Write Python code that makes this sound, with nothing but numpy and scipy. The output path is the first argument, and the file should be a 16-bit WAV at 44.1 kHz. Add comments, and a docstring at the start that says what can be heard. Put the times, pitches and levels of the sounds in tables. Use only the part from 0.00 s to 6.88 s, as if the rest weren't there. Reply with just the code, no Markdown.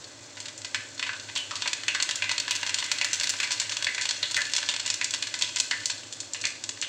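"""Seeds spluttering in hot oil

Small seeds splutter in a pool of hot oil at the bottom of a wide metal pot, heard from just above the rim.
Filtered grains of noise make a steady foam fizz; each seed cracks as a sharp pulse with echoes off the pot walls.
Some seeds then let out a rough, sagging puff of steam, made from fluttering noise around a falling pitch.
The splutter swells and thins out over stove rush and a low hum; both channels carry the same sound.
"""
import sys
import numpy as np
from scipy import signal
from scipy.fft import rfft, irfft, next_fast_len
from scipy.io import wavfile
from scipy.ndimage import uniform_filter1d

SR = 44100
rng = np.random.default_rng(int(sys.argv[2]) if len(sys.argv) > 2 else 0)


def master_out(mix):
    """Clip the mix to full scale and print it as 16-bit PCM to the path in sys.argv[1]."""
    frames = np.transpose(np.atleast_2d(mix))
    ceiling = np.clip(frames, -1, 1)
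    pcm = np.round(ceiling * 32767).astype(np.int16)
    wavfile.write(sys.argv[1], SR, pcm)


N = 303407
TIME = np.arange(N) / SR

# Dry seeds cracking. Each row: start in seconds, level in dB before trim, brightness in dB per octave
# before trim, level of the spatter that follows in dB relative to its usual gain.
DRY_SEEDS = [(.37, -38, -4.5, 3), (.403, -31.5, 3, -1.5), (0.456, -33, -2, 5), (.484, -32.5, -2, -7),
             (.578, -35, 12, -2.5), (.618, -36.5, 2, -18), (.647, -29, -1.5, -0.5), (0.9954, -26, -5, -5.5),
             (1.065, -31, -7.5, 5.5), (1.1322, -32.5, -9, -5), (1.198, -34.5, 0.5, -7),
             (1.2877, -37, -8.5, 3.5), (1.354, -30, 3, -5), (1.375, -27.5, 3, -1), (1.556, -27.5, 0, 1),
             (1.658, -27.5, -14.5, 2), (1.676, -21, -1.5, -3), (1.7321, -20.5, -1, -11),
             (1.835, -30.5, -5.5, -9), (2.0011, -22.5, -6, -4), (2.025, -17.5, 1, -6.5),
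             (2.0911, -22.5, -4, -6), (2.1105, -22, -0.5, -10), (2.1568, -24, 5.5, -5),
             (2.2417, -27.5, -7, -6), (2.3136, -21.5, -3, 3), (2.3808, -21, -1, -22),
             (2.4006, -21.5, 2, -20), (2.48, -25, -7.5, -5), (2.553, -26, 0.5, 1), (2.6309, -23, -8, -11),
             (2.665, -25, -2.5, -1), (2.7434, -19, 1, -10), (2.7863, -24, -0.5, 2), (2.826, -26.5, -10, -6),
             (2.842, -27.5, 2, -4), (2.9161, -17.5, -2, -8), (2.9854, -26.5, -1, -10),
             (3.0457, -20, -2, -7), (3.132, -19, 1, -0.5), (3.199, -22, 1, -15.5), (3.2342, -22.5, 0, -2),
             (3.2723, -23, -0.5, -12), (3.2938, -21, 1, -5), (3.3021, -22.5, 5, -5),
             (3.338, -29.5, -9, -10), (3.5074, -24.5, -3, 1), (3.5172, -22, 0.5, 8), (3.5995, -19, 1, -3),
             (3.615, -27, -1.5, 2), (3.695, -26, -1, -4), (3.721, -25.5, -2.5, -3),
             (3.7688, -23.5, -1, -15), (3.825, -24, -2.5, -14), (3.8452, -21.5, -0.5, -17),
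             (3.9476, -27, -2.5, -9), (4.012, -24.5, 1, -1), (4.02, -27, 0, 1), (4.055, -22.5, -3, -9),
             (4.0908, -21, 0, -2.5), (4.1098, -21, -0.5, -14), (4.31, -28, 1.5, 14),
             (4.3448, -22, -0.5, 2.5), (4.4179, -23.5, -0.5, -14), (4.468, -34, 5, -18),
             (4.518, -35.5, 1.5, 5), (4.5359, -19.5, 0, -11), (4.552, -25.5, -1, -8), (4.5646, -19, 2, -5),
             (4.582, -23, -2.5, -4), (4.628, -26, -6, 7.5), (4.7399, -25.5, -4, -11),
             (4.7635, -25, -1, -10), (4.7971, -25.5, -0.5, 3), (4.862, -23.5, 1, -3), (4.878, -26, -1, -3),
             (4.902, -18.5, 0.5, -9), (4.9418, -22.5, 3, -22), (5.0443, -19.5, 7, -6), (5.108, -25, 6, -10),
             (5.1382, -21.5, -0.5, -0.5), (5.2253, -21.5, -0.5, -9), (5.271, -28, -3, -3),
             (5.341, -24.5, -2, -4), (5.39, -29.5, 1, -2), (5.4121, -26.5, -1.5, -1), (5.5606, -22, 1, -9),
             (5.569, -24, -2, -5), (5.585, -27.5, 2, 8), (5.6007, -15.5, 4, -11), (5.8573, -19, 7.5, -8),
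             (5.8993, -25.5, -2, -12), (5.9024, -24.5, 0.5, -1), (6.126, -31, 5, -1),
             (6.2034, -27.5, 7, -5), (6.335, -25, 15.5, -17), (6.414, -29, 5, -2),
             (6.4536, -19.5, 0.5, -16), (6.469, -27.5, 4, 0), (6.639, -26, 3, -8), (6.6921, -24, 1, -8),
             (6.8148, -24.5, 10, -8)]
# Moist seeds that crack and puff. Each row: start in seconds, crack level in dB before trim, brightness in
# dB per octave before trim, puff level in dB before trim, pitch it settles on in Hz, clear note in it in dB.
MOIST_SEEDS = [(.7459, -19, -4.5, -39, 1957, -17), (1.0274, -21.5, -7, -43, 2553, -10),
               (1.0926, -24.5, -13.5, -46, 1467, -8), (1.3609, -22.5, -1.5, -31, 2964, 5),
               (1.51, -27.5, -6, -39, 1110, -12), (1.6214, -22, -3.5, -40, 3440, -8),
               (1.882, -17.5, -3.5, -27.5, 2480, -6), (1.9487, -20, -3.5, -32, 1600, -6),
               (2.2223, -20.5, -7, -30, 2273, -9), (2.2936, -21, -4, -39, 2250, -6),
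               (2.5091, -17, 0.5, -33, 2665, -6), (2.694, -23, -1, -40, 2100, -6),
               (3.0135, -18.5, -5, -34, 2250, -6), (3.211, -22.5, -3.5, -43, 1993, -6),
               (3.4019, -20, -3, -32, 2042, -10), (3.4309, -22.5, -3, -32.5, 2050, -6),
               (3.8682, -20, -8.5, -29, 1995, -5), (3.98, -25.5, -7, -33.5, 2003, -13),
               (4.229, -21, -3, -28, 3430, -8), (4.3666, -21, 7.5, -24.5, 1710, 4),
               (4.407, -29, 0, -40, 1730, 0), (4.689, -18, -3, -32, 3340, -12),
               (5.0132, -20.5, -5, -33.5, 2045, -14), (5.4225, -15.5, 2, -31.5, 3230, -5),
               (5.7117, -18.5, -3.5, -29.5, 1765, 1), (6.3467, -28, -4.5, -44, 2560, -8),
               (6.4396, -28.5, -5.5, -30, 2098, -7), (6.8252, -23, -3.5, -35.5, 2986, -4)]
# Frying foam over time. Each row: time in seconds, coarse bubbles in dB before trim, fine fizz in dB before trim.
FOAM_LEVELS = [(0, -49, -45.5), (.5, -48.5, -46.5), (1.3, -46, -43), (2.03, -38.5, -42.5),
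               (2.68, -34, -41.5), (3.31, -35.5, -39.5), (4.3, -40.5, -39.5), (4.9, -40.5, -41.5),
               (5.2, -43, -41.5), (5.8, -44.5, -40), (6.09, -47, -45), (6.88, -52, -46)]
# Spectrum of a crack. Each row: frequency in Hz, relative level in dB.
CRACK_SPECTRUM = [(60, -50), (200, -47), (500, -21.5), (750, -15), (950, -7.5), (1250, -9), (1700, -3),
                  (3000, 2), (4400, 3), (5500, 1), (7500, 1.5), (16000, -8)]
# Spectrum of the coarse bubbles and the oil spray. Each row: frequency in Hz, relative level in dB.
BUBBLE_SPECTRUM = [(100, -45), (400, -25), (950, -11), (1250, -3), (1600, 5.5), (2500, 4), (4200, 1.5),
                   (5500, -43), (9000, -14.5)]
# Spectrum of the fine fizz. Each row: frequency in Hz, relative level in dB.
FIZZ_SPECTRUM = [(200, -50), (2000, -26), (3500, -4.5), (4300, -2.5), (5200, -2.5), (7500, 1),
                 (10000, -5.5), (16000, -4.5)]
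# Spectrum of the stove's rush. Each row: frequency in Hz, relative level in dB.
STOVE_SPECTRUM = [(25, -32), (50, -22), (75, -14), (105, 5), (135, -6), (185, -15.5), (275, 0.5),
                  (340, -2.5), (420, -8.5), (570, -3), (700, -9), (1000, -9.5), (2000, -16), (6000, -28.5)]
# Steady hum of the kitchen. Each row: frequency in Hz, rms level in dB.
HUM_TONES = [(99.6, -63.5), (279, -71.5), (605, -64)]
# Echoes from the pot's walls. Each row: typical delay in seconds, gain as a plain factor.
WALL_ECHOES = [(.00112, 0.48), (.0018, 0.73), (.0024, 0.074), (.0056, .17), (.0066, 0.19)]
# Treble response of the microphone. Each row: frequency in Hz, gain in dB.
MIC_RESPONSE = [(7600, -1), (8300, -7.5), (9200, -16), (10200, -24), (12000, -31), (15500, -28)]
# Resonances of the air in the bowl. Each row: frequency in Hz, t60 in seconds, dB over the unresonant sound.
BOWL_MODES = [(587, 0.12, 13), (975, 0.027, 3.5), (1523, 0.024, 1), (1700, 0.23, -1.5), (1997, .15, 7.5),
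              (2500, 0.1, -1.5), (2550, 0.075, -1), (2775, 0.041, 0), (3417, 0.023, 1), (3670, 0.055, -7),
              (4330, 0.016, 2.5), (4480, 0.05, -11), (5320, 0.031, -5), (6040, 0.032, -2),
              (7050, 0.073, 0.5)]
# Long-ringing modes of the metal. Each row: frequency in Hz, t60 in seconds, dB over the unresonant sound.
METAL_MODES = [(1738, .5, 5), (2064, .3, 1), (3007, .45, 5)]

# a dry crack with zero brightness in its row rings at CAVITY_HZ; brighter ones ring higher
CAVITY_HZ, CAVITY_OCT_PER_DB = 4540, 0.73
# treble gain of a crack when the coarse bubbles' row level is BUSY_FOAM_DB, its slope and its scatter
BUSY_FOAM_DB, SNAP_DB, SNAP_PER_DB, SNAP_SCATTER_DB = -33, 4.5, 0.6, 3
# a strong puff is spent sooner: t60 at USUAL_PUFF_DB, halved every PUFF_HALVING_DB
USUAL_PUFF_DB, PUFF_T60_S, PUFF_HALVING_DB = -34.5, 0.2, 18
STOVE_DB, TOP_HZ = -51, 15800
LEAD_S = 0.0007  # cracks are placed this much early, as their pulse sits just after the start


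def undb(db):
    """Decibels to gain."""
    return 10 ** (np.asarray(db) / 20)


def unit(x):
    """Scale to rms 1."""
    return x / np.sqrt(np.mean(x ** 2))


def fade(t, t60):
    """Exponential decay by 60 dB in t60 seconds."""
    return np.exp(-np.log(1000) * t / t60)


def colour(x, points, tilt_db=0, note_hz=1000, note_db=0, pivot_hz=3600, note_width=0.41):
    """Filter by a (Hz, dB) spectrum, tilted within an octave of the pivot, with one broad resonance."""
    size = next_fast_len(len(x) + 256)
    octave = np.log2(np.maximum(np.fft.rfftfreq(size, 1 / SR), 1))
    hz, db = np.transpose(points)
    gain_db = np.interp(octave, np.log2(hz), db)
    gain_db += tilt_db * np.clip(octave - np.log2(pivot_hz), -1, 1)
    gain_db += note_db * np.exp(-((octave - np.log2(note_hz)) / note_width) ** 2)
    return irfft(rfft(x, size) * undb(gain_db), size)[:len(x)]


def add(out, s, x):
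    """Mix x into out from time s on."""
    i = int(round(s * SR))
    out[i:i + len(x)] += x[:max(len(out) - i, 0)]


def crack(tilt_db, note_hz, spatter_db, note_db, scatter=0.12, scatter_t60=0.03, spatter_t60=0.096,
          spatter_gain=0.12, wander=0.09, spike_db=0.1):
    """One burst: a pressure spike, its echoes off the walls, then a spray of tiny droplets."""
    size, lead = 3072, 32  # samples
    t = np.arange(size - lead) / SR
    burst = scatter * rng.standard_normal(len(t)) * fade(t, scatter_t60) * (1 - np.exp(-t / 0.0009))
    # spattery or bright bursts get a slightly stronger spike
    burst[0] += undb(spike_db * (max(spatter_db + 1, 0) + max(tilt_db, 0)))
    for lag, gain in WALL_ECHOES:
        # the paths depend on where the seed lies
        path_s = lag * np.exp(wander * rng.standard_normal())
        add(burst, path_s, np.array([gain]))
    # droplets come in uneven clumps of about 1/700 s
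    clumps = np.repeat(rng.exponential(size=size), SR // 700)[:len(t)]
    droplets = unit(rng.standard_normal(len(t)) * np.sqrt(clumps))
    spatter_shape = fade(t, spatter_t60) * (1 - np.exp(-(t / 0.0017) ** 2))
    burst += spatter_gain * undb(spatter_db) * droplets * spatter_shape
    sound = colour(np.pad(burst, (lead, 0)), CRACK_SPECTRUM, tilt_db, note_hz, note_db)
    # level it by its first 1/180 s as the microphone hears it
    head = colour(sound, MIC_RESPONSE)[:SR // 180]
    return sound / np.sqrt(np.mean(head ** 2))


def snap(burst, s):
    """Fierce frying tears seeds more abruptly, and an abrupt tear holds more treble above 8 kHz."""
    times, coarse_db, _ = np.transpose(FOAM_LEVELS)
    db = SNAP_DB + SNAP_PER_DB * (np.interp(s, times, coarse_db) - BUSY_FOAM_DB)
    db += SNAP_SCATTER_DB * rng.standard_normal()
    return colour(burst, [(8000, 0), (11500, db)])


def pops(gain_db=-3.5, bright_db=0.93, note_db=2.5):
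    """Dry seeds: one crack each, with its own strength and colour."""
    out = np.zeros(N)
    for s, db, tilt_db, spatter_db in DRY_SEEDS:
        note_hz = CAVITY_HZ * 2 ** (CAVITY_OCT_PER_DB * tilt_db)
        burst = crack(tilt_db + bright_db, note_hz, spatter_db, note_db)
        add(out, s - LEAD_S, undb(db + gain_db) * snap(burst, s))
    return out


def splits(gain_db=-5.0, bright_db=1.0, spatter_db=-4, note_ratio=0.99, note_db=5.5):
    """Moist seeds crack open, ringing just under the pitch their puff settles on."""
    out = np.zeros(N)
    for s, db, tilt_db, _, hz, _ in MOIST_SEEDS:
        burst = crack(tilt_db + bright_db, note_ratio * hz, spatter_db, note_db)
        add(out, s - LEAD_S, undb(db + gain_db) * snap(burst, s))
    return out


def jets(gain_db=-1.5, width=0.27, fall=0.237, fall_s=0.01528, spray_db=-7.5, clear_s=0.035,
         linger=1.6, sputter_db=2.0):
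    """Steam sputters in the split husk and sprays oil; the pitch sags into a clearer note that lingers."""
    out, t = np.zeros(N), np.arange(SR // 3) / SR
    for s, _, _, db, hz, clear_db in MOIST_SEEDS:
        t60 = PUFF_T60_S * 2 ** ((USUAL_PUFF_DB - db) / PUFF_HALVING_DB)
        phase = 2 * np.pi * np.cumsum(hz * (1 + fall * np.exp(-t / fall_s))) / SR
        # slow noise on both quadratures makes a band of noise that follows the pitch
        slow = signal.butter(2, width * hz / 2, fs=SR, output="sos")
        flutter = unit(signal.sosfilt(slow, rng.standard_normal((2, len(t)))))
        rush = unit(flutter[0] * np.cos(phase) + flutter[1] * np.sin(phase))
        # cubed noise is spiky, like separate droplets
        spray = unit(colour(rng.standard_normal(len(t)) ** 3, BUBBLE_SPECTRUM))
        unevenness = unit(uniform_filter1d(rng.standard_normal(len(t)), size=200))
        sputter = undb(sputter_db * unevenness)
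        note = undb(clear_db) * (1 - np.exp(-t / clear_s)) * np.cos(phase) * fade(t, linger * t60)
        puff = (rush + undb(spray_db) * spray) * sputter * fade(t, t60) + note
        onset_rms = np.sqrt(np.mean(puff[:SR // 40] ** 2))
        add(out, s, undb(db + gain_db) * puff / onset_rms)
    return out


def ticks(foam_db, gain_db=1.0, spread_db=4.0, bright_db=2.2, calm_db=-47.5, busy_db=-40, count=300):
    """Small bursts at random: few while the foam is calm, more and stronger as it gets busy."""
    out = np.zeros(N)
    for when, note, size, tint, luck in rng.random((count, 5)):
        lively_db = foam_db[int(when * N)]
        if lively_db > calm_db + luck * (busy_db - calm_db):
            tick = crack(bright_db + 8 * (tint - 0.5), 1800 * 4 ** note, -6, 9)
            level_db = lively_db + gain_db + 2 * spread_db * (2 * size - 1.5)
            add(out, when * N / SR, undb(level_db) * tick)
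    return out


def grains(rate, spread_db, tail_t60, smear=1.44):
    """Dense tiny clicks of very uneven size, smeared inside the pot."""
    size = undb(spread_db * np.minimum(rng.exponential(size=N), 5))
    clicks = (rng.random(N) < rate / SR) * size * rng.choice([-1, 1], N)
    t = np.arange(SR // 50) / SR
    # noise that follows the decaying power of the clicks; power falls twice as fast in dB
    power = signal.fftconvolve(clicks ** 2, fade(t, tail_t60 / 2))[:N]
    haze = unit(np.sqrt(np.abs(power)) * rng.standard_normal(N))
    return unit(clicks) + smear * haze


def foam(coarse_db, fine_db, coarse_gain_db=-8, fine_gain_db=-0.5):
    """Water boils out of the seeds: coarse bubbles and a fine fizz, each from dense clicks per second."""
    coarse = unit(colour(grains(rate=1500, spread_db=1.5, tail_t60=0.04), BUBBLE_SPECTRUM))
    fine = unit(colour(grains(rate=5800, spread_db=4.0, tail_t60=0.044), FIZZ_SPECTRUM))
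    return coarse * undb(coarse_db + coarse_gain_db) + fine * undb(fine_db + fine_gain_db)


def pot(x):
    """The metal and the air in the bowl ring on as decaying modes after every burst."""
    t = np.arange(SR // 2) / SR
    ring = np.zeros(len(t))
    for hz, t60, db in BOWL_MODES + METAL_MODES:
        decay = fade(t, t60)
        # dividing by the decay's sum sets the gain at resonance
        ring += undb(db) * 2 * np.cos(2 * np.pi * hz * t) * decay / decay.sum()
    return x + signal.fftconvolve(x, ring)[:N]


def room(x, wet_db=-9.0, long_t60=0.43, short_t60=0.21, build_s=0.013):
    """A small tiled kitchen: a decaying noise tail whose treble thins out first."""
    t = np.arange(SR // 2) / SR
    noise = rng.standard_normal(len(t))
    warm = colour(noise, [(2500, 5.6), (6000, 1.2)])
    # the tail starts as plain noise and turns into the warmer noise
    tail = warm * fade(t, long_t60) + (noise - warm) * fade(t, short_t60)
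    tail *= 1 - np.exp(-(t / build_s) ** 2)
    return x + undb(wet_db) * signal.fftconvolve(x, tail / np.sqrt(np.sum(tail ** 2)))[:N]


def kitchen():
    """The low rush of the stove as filtered noise, and a steady hum of sines."""
    hum = np.zeros(N)
    for hz, db in HUM_TONES:
        hum += undb(db) * np.sqrt(2) * np.sin(2 * np.pi * (hz * TIME + rng.random()))
    rush = unit(colour(rng.standard_normal(N), STOVE_SPECTRUM))
    return hum + undb(STOVE_DB) * rush


def scene():
    """Everything in the oil sounds through the pot and into the room."""
    times, coarse_points, fine_points = np.transpose(FOAM_LEVELS)
    coarse_db = np.interp(TIME, times, coarse_points)
    fine_db = np.interp(TIME, times, fine_points)
    oil = pops() + splits() + jets() + ticks(fine_db) + foam(coarse_db, fine_db)
    mix = room(pot(oil)) + kitchen()
    return np.tile(mix, (2, 1))


def record(dry):
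    """The microphone dulls the high treble and a steep low-pass cuts off above TOP_HZ."""
    heard = np.array([colour(channel, MIC_RESPONSE) for channel in dry])
    return signal.sosfilt(signal.ellip(8, 0.2, 70, TOP_HZ, fs=SR, output="sos"), heard)


dry = scene()
out = record(dry)
master_out(out)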